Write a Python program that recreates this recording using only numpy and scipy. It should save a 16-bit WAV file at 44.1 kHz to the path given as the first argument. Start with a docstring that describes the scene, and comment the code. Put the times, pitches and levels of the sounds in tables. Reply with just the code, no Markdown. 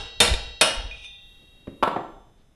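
"""A hammer head is already singing from a blow just before the start; two more blows on a steel socket drive
a bearing out of its housing, the last freeing it. Each is decaying noise plus damped modes of the steel parts.
Between blows the arm's air gusts are low noise; then the lifted socket scrapes and clinks as brief modes.
Socket, then hammer, are put down on a wooden bench: decaying noise, damped bench modes and a faint steel ring.
Room tone, rubbing hands and a thin hiss are shaped noise; the loud blows overload the close microphone."""
import sys
import numpy as np
from scipy import signal
from scipy.io import wavfile
from scipy.ndimage import uniform_filter1d

SR = 44100
rng = np.random.default_rng(int(sys.argv[2]) if len(sys.argv) > 2 else 0)


def bounce(signal):
    """Save signal as a 16-bit WAV file at the path given by the first command-line argument."""
    frames = np.transpose(np.atleast_2d(signal))
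    limited = np.clip(frames, -1, 1)
    pcm = np.round(limited * 32767).astype(np.int16)
    wavfile.write(sys.argv[1], SR, pcm)


N = 112454

LEAD_S = 0.4  # synthesized ahead of time zero, so that earlier ringing carries over
LENGTH = N + round(LEAD_S * SR)
AGE = np.arange(LENGTH) / SR  # seconds since a sound began
TIME = AGE - LEAD_S  # seconds on the scene's clock

# contact noise with the bearing seated: (frequency [Hz], relative density [dB per Hz])
CRACK_SEATED = [(53, -35), (90, -1.5), (236, -16.5), (473, -6), (683, -6), (741, -4.5), (821, -9),
                (2020, -7), (3590, -5), (6360, -14), (9200, -9), (12000, -20), (15600, -60.5),
                (22000, -120)]
# the hammer lands, bounces and tips over:
# (time [s], relative level [dB], brightness [dB per octave], noise t60 [s])
HAMMER_DOWN = [(1.826, -7, -2.5, 0.011), (1.8306, -4.5, 1.5, .011), (1.835, -5.5, .5, 0.017),
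               (1.839, -12.5, 0.5, 0.023), (1.8743, -16.5, -1.5, 0.049), (1.877, -16.5, 1, 0.039),
               (1.9617, -19, -2.5, 0.09)]


def amp(db):
    """Logarithmic level: 20 dB is a factor of ten in amplitude."""
    return 10 ** (np.asarray(db) / 20)


def read(points, hz):
    """Logarithmic pitch: values are interpolated on a log-frequency axis."""
    f, value = np.transpose(points)
    return np.interp(np.log(hz + 1), np.log(f + 1), value)


def add(mix, s, sound):
    """Superposition: a sound is added in place from time s onward."""
    start = max(round((s + LEAD_S) * SR), 0)
    part = mix[start:][:len(sound)]
    part += sound[:len(part)]


def colour(x, spectrum, tilt_db=0):
    """Minimum-phase filtering: log gain fixes the phase; unit-energy taps, tilted in dB per octave."""
    hz = abs(np.fft.fftfreq(4096, 1 / SR))
    tilt = tilt_db * np.log2(np.maximum(hz, 150))
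    log_gain = np.log(amp(read(spectrum, hz) + tilt))
    response = np.exp(np.conj(signal.hilbert(log_gain)))
    taps = np.fft.ifft(response).real[:2048]
    return signal.fftconvolve(x, taps / np.linalg.norm(taps))[:len(x)]


def noise(spectrum):
    """Stationary random process: white noise shaped to a power spectrum."""
    return colour(rng.standard_normal(LENGTH), spectrum)


def burst(spectrum, t60, tilt_db=0):
    """High modal density: a contact's many close resonances merge into exponentially decaying noise."""
    decay = amp(-60 * np.minimum(AGE / t60, 5))
    return colour(rng.choice([-1., 1.], LENGTH) * decay, spectrum, tilt_db)


def ring(modes, width_hz=0):
    """Modal decay: damped sines from (Hz, initial rms dB, t60 s); phase diffusion blurs each over width_hz."""
    out = np.zeros(LENGTH)
    for hz, db, t60 in modes:
        t = AGE[:round(min(1.5 * t60 * SR, LENGTH))]
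        # a random walk of the phase, stepped every 64 samples
        steps = rng.standard_normal(LENGTH // 64 + 1) * np.sqrt(2 * np.pi * abs(width_hz) * 64 / SR)
        step_times = AGE[::64]
        walk = (np.cumsum(steps) - steps[0])[:len(step_times)]
        blur = np.interp(t, step_times, walk)
        envelope = np.sqrt(2) * amp(db - 60 * t / t60)
        out[:len(t)] += envelope * np.sin(2 * np.pi * hz * t + blur)
    return out


def struck(pitches, modes, free, width_hz=0):
    """Boundary conditions: a seated or freed bearing changes how strongly each mode is excited."""
    rows = [(hz, loose if free else seated, t60)
            for hz, (seated, loose, t60) in zip(pitches, modes)]
    return ring(rows, width_hz)


def room(x):
    """Diffuse reverberation: dense reflections build up quickly and decay at a rate set by frequency."""
    # workshop reverberation: (frequency [Hz], t60 [s])
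    room_decay = [(100, 0.38), (300, 0.69), (800, 0.57), (2000, 0.51), (4000, 0.58), (8000, 0.39),
                  (12000, 0.28)]
    build_s = 0.0067
    hz, t, z = signal.stft(rng.standard_normal(SR), SR, nperseg=256)
    decay = amp(-60 * t / read(room_decay, hz)[:, None])
    tail = signal.istft(z * decay, SR, nperseg=256)[1][:SR]
    tail = tail * (1 - np.exp(-(AGE[:SR] / build_s) ** 2))
    return signal.fftconvolve(x, tail / np.linalg.norm(tail))[:LENGTH]


def swells(rows):
    """Incoherent summation: Gaussian bumps of (s, dB, half length s at 1/e power) add as powers."""
    return np.sqrt(sum(amp(db) ** 2 * np.exp(-((TIME - s) / half) ** 2) for s, db, half in rows))


def crack_of(free):
    """Frequency-dependent damping: the steel's treble dies sooner than the thump of the bench."""
    # contact noise as the bearing breaks free: (frequency [Hz], relative density [dB per Hz])
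    crack_free = [(53, -50.5), (90, -22), (200, -15), (334, -16.5), (642, -8.5), (1240, -15.5),
                  (2980, -9.5), (4880, -19.5), (5290, -9), (6760, -27), (9980, -16.5), (12000, -30),
                  (15600, -72), (22000, -120)]
    split_hz, thump_db = 1700, -0.5
    thump_t60_s, treble_t60_s = 0.097, 0.052
    spectrum = crack_free if free else CRACK_SEATED
    low = signal.butter(2, split_hz, "low", fs=SR)
    high = signal.butter(2, split_hz, "high", fs=SR)
    thump = signal.lfilter(*low, burst(spectrum, thump_t60_s))
    treble = signal.lfilter(*high, burst(spectrum, treble_t60_s))
    return amp(thump_db) * thump + treble


def hammering():
    """Impact excitation: blows crack and ring socket and housing; the head sings until its next contact."""
    # hammer blows: (time [s], relative force [dB], bearing [0 seated, 1 breaking free])
    blows = [(-.205, -1, 0), (0.2026, -1.5, 0), (.6113, -3, 1)]
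    # the socket chatters in its seat after a blow: (time [s], relative level [dB])
    chatter = [(0.2784, -15), (.338, -17.5), (0.77, -40)]
    # mode pitches of hammer head, socket with bearing, and housing on its wooden block: (frequency [Hz])
    head_hz = [805, 1957, 2720, 2744, 3137, 3247, 3278, 3779, 3817, 4054, 4387, 4425, 5110, 5911, 6178,
               7500]
    socket_hz = [2484, 2600, 2782, 2897, 3090, 3650, 4365, 5235, 5352, 7112, 8052, 8218, 8985, 9705, 9825]
    housing_hz = [88, 140, 224, 356, 482, 630, 662, 916, 1140, 1355, 1500]
    # their modes in the same order: (relative level seated [dB], breaking free [dB], t60 [s])
    head_modes = [(-56, -58.5, 2.7), (-52.5, -55, 2.9), (-48, -44.5, 2.2), (-47.5, -52, 5.8),
                  (-45, -50, 1.7), (-46.5, -46, 2.7), (-58.5, -47, 2.8), (-61, -49.5, 7.1), (-37, -46, 2.4),
                  (-54.5, -59.5, 0.79), (-49, -66, 4.5), (-49, -52, 1.5), (-47.5, -59.5, 1.7),
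                  (-56.5, -59.5, 2.4), (-59.5, -57.5, 1.6), (-52, -64, 0.95)]
    socket_modes = [(-34, -10, 0.096), (-24, -18, 0.18), (-28.5, -30.5, 0.55), (-29.5, -21.5, 0.6),
                    (-22.5, -23, .17), (-4, -12.5, 0.09), (-38.5, -22, 0.24), (-34.5, -21.5, 0.23),
                    (-29.5, -37.5, 0.51), (-25, -36, 0.29), (-36, -21, 0.11), (-38.5, -18.5, 0.13),
                    (-31.5, -39, 0.23), (-34.5, -20.5, 0.19), (-24.5, -27, 0.26)]
    housing_modes = [(-36.5, -39.5, .4), (-31.5, -38, .3), (-29, -39.5, 0.3), (-33, -47.5, 0.38),
                     (-20, -29, 0.22), (-27, -21.5, 0.36), (-36, -27, 0.57), (-31.5, -27, 0.52),
                     (-37, -33, 0.32), (-34, -26, 0.46), (-32, -32, 0.57)]
    crack_db, crack_wet_db, ring_wet_db = -1.5, -6.5, -15.5
    grip_width_hz = 14
    stop_s, chatter_s = 0.004, 0.009  # extra 1/e decay times

    crack, parts, head = np.zeros((3, LENGTH))
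    stops = [row[0] for row in blows[1:]] + [HAMMER_DOWN[0][0]]
    for (s, db, free), stop in zip(blows, stops):
        add(crack, s, amp(db + crack_db) * crack_of(free))
        socket = struck(socket_hz, socket_modes, free, grip_width_hz)
        housing = struck(housing_hz, housing_modes, free, grip_width_hz)
        add(parts, s, amp(db) * (socket + housing))
        damping = np.exp(-np.maximum(AGE + s - stop, 0) / stop_s)
        add(head, s, amp(db) * struck(head_hz, head_modes, free) * damping)
    for s, db in chatter:
        rattle = amp(-7.5) * burst(CRACK_SEATED, t60=0.051, tilt_db=-4.5)
        socket = struck(socket_hz, socket_modes, 0, width_hz=84) * np.exp(-AGE / chatter_s)
        add(parts, s, amp(db) * (socket + rattle))
    reflected = room(amp(crack_wet_db) * crack + amp(ring_wet_db) * parts)
    return crack + parts + head + reflected


def background():
    """Broadband random sources: arm-driven air, rubbing hands, hiss and room tone are shaped noise."""
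    # air from the swinging arm on the microphone:
    # (time [s], relative level [dB], half length at 1/e power [s])
    puffs = [(0, -38, 0.057), (.328, -18, 0.02), (.36, -34.5, 0.11), (.79, -27, 0.014),
             (.858, -29.5, 0.011), (.88, -40, 0.093)]
    # hands shifting on the bench: (time [s], level [dB], half length at 1/e power [s])
    rubs = [(1.41, -60.5, 0.03), (1.58, -63.5, 0.21), (2.405, -62.5, .025)]
    # spectra of air, hands, thin hiss and room tone: (frequency [Hz], relative density [dB per Hz])
    air_spectrum = [(10, -8), (25, -3), (52, 3), (75, -11.5), (120, -19.5), (220, -41), (600, -71)]
    rub_spectrum = [(40, -6.5), (150, 2), (400, -5), (1000, -24), (4000, -19), (12000, -61)]
    hiss_spectrum = [(2000, -5.5), (6000, -11), (9000, -9), (11500, -3.5)]
    floor_spectrum = [(12, -26), (20, 1), (283, -26), (434, -29.5), (632, -30), (969, -35), (3410, -44.5),
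                      (3700, -38), (4460, -56), (4960, -47.5), (12000, -52.5), (15600, -81), (22000, -120)]
    # the hiss comes and goes: (time [s], level [dB])
    hiss_level = [(1, -80), (1.3, -65), (1.6, -68.5), (1.8, -66.5), (2.4, -80.5)]
    floor_db = -55.5

    air = noise(air_spectrum)
    # dividing by the smoothed envelope evens out the random fluctuation
    power = uniform_filter1d(abs(signal.hilbert(air)) ** 2 / 2, size=900)
    air = air / np.sqrt(power + 0.071)
    hiss = noise(hiss_spectrum) * amp(np.interp(TIME, *np.transpose(hiss_level)))
    hands = noise(rub_spectrum) * swells(rubs)
    return air * swells(puffs) + hands + hiss + amp(floor_db) * noise(floor_spectrum)


def clinks():
    """Free vibration and friction: the lifted socket touches the housing, rings and slides along the rim."""
    # touches on the way out: (time [s], relative level [dB], brightness [dB per octave])
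    touches = [(.912, -45, -28), (1.016, -61.5, 10.5), (1.046, -45.5, 6)]
    # slides along the rim: (time [s], relative level [dB], half length at 1/e power [s])
    slides = [(.925, -52, 0.019), (.98, -50, 0.032), (1.045, -45.5, .016)]
    # the socket ringing freely: (frequency [Hz], relative level [dB], t60 [s])
    free_modes = [(2473, 2.5, 0.14), (2530, -13.5, 0.6), (2800, -24, .4), (3588, 1.5, 0.69),
                  (3600, -17, .4), (6100, -19, 0.28), (9150, -30, .3), (9663, -26, 0.23)]
    # scrape noise: (frequency [Hz], relative density [dB per Hz])
    scrape = [(1500, -20), (2100, -25), (2450, 10), (3000, -4.5), (4200, -20), (5500, -10), (7200, -26),
              (9300, -19.5), (11000, -34)]
    scrape_db, scrape_t60_s, wet_db = -16, 0.12, -7

    out = noise(scrape) * swells(slides)
    for s, db, tilt in touches:
        # brightness tilts the mode levels about 3 kHz
        modes = [(hz, level + tilt * np.log2(hz / 3000), t60) for hz, level, t60 in free_modes]
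        contact = amp(scrape_db) * burst(scrape, scrape_t60_s)
        add(out, s, amp(db) * (ring(modes) + contact))
    return out + amp(wet_db) * room(out)


def putting_down():
    """Damped impact: wood takes the landing tools with dull knocks, and steel keeps a faint ring."""
    # the socket is stood on the bench:
    # (time [s], relative level [dB], brightness [dB per octave], t60 [s])
    socket_down = [(1.6718, -38.5, 1, 0.048), (1.679, -25, -7.5, 0.033)]
    # bench noise under socket and hammer: (frequency [Hz], relative density [dB per Hz])
    thud = [(60, -11), (170, -8), (330, -3), (600, -3), (900, -12), (1400, -19), (1900, -16.5),
            (3000, -26.5), (6000, -45.5), (12000, -54.5)]
    wood_spectrum = [(50, -40), (90, -8.5), (170, -4.5), (320, -2), (520, 1.5), (700, 4), (950, 1),
                     (1350, -2), (1750, -6.5), (2300, -16), (3500, -18), (4800, -34), (6200, -40.5),
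                     (11000, -39)]
    # the bench top under the hammer: (frequency [Hz], relative level [dB], t60 [s])
    bench = [(680, -13, .05), (925, -3, .04), (1110, 3, .018), (1330, -6, .03), (1680, -10, .035)]
    # faint ring of the tools after they land: (frequency [Hz], level [dB], t60 [s])
    landed = [(3060, -67.5, 1.94), (3460, -66.5, 2.4), (3640, -64, 1.5), (5130, -79, 4.3), (6170, -72.5, 3),
              (7460, -66, 1.3)]
    bench_db, bench_rise_s, wet_db = -7.5, 0.00068, -6.5

    wood, steel = np.zeros((2, LENGTH))
    for s, db, tilt, t60 in socket_down:
        add(wood, s, amp(db) * burst(thud, t60, tilt))
    for s, db, tilt, t60 in HAMMER_DOWN:
        rise = 1 - np.exp(-(AGE / bench_rise_s) ** 2)
        knock = amp(bench_db) * ring(bench, width_hz=25) * rise
        add(wood, s, amp(db) * (knock + amp(-3) * burst(wood_spectrum, t60, tilt)))
    add(steel, HAMMER_DOWN[0][0], ring(landed))
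    return wood + steel + amp(wet_db) * room(wood)


def scene():
    """Linear superposition: all sources sum at one microphone, which feeds both channels."""
    mono = hammering() + clinks() + putting_down() + background()
    mono = mono[-N:]  # drops the lead
    return np.array([mono, mono])


def record(dry):
    """Saturation and band limiting: the input overloads on loud sounds, then a low-pass removes the top."""
    overload, edge_hz = 0.38, 12150  # amplitude ceiling, low-pass edge
    clipped = dry / (1 + (dry / overload) ** 8) ** (1 / 8)
    lowpass = signal.firwin(301, edge_hz, window=("kaiser", 9), fs=SR)
    return signal.oaconvolve(clipped, lowpass[None], "same")


dry = scene()
out = record(dry)
bounce(out)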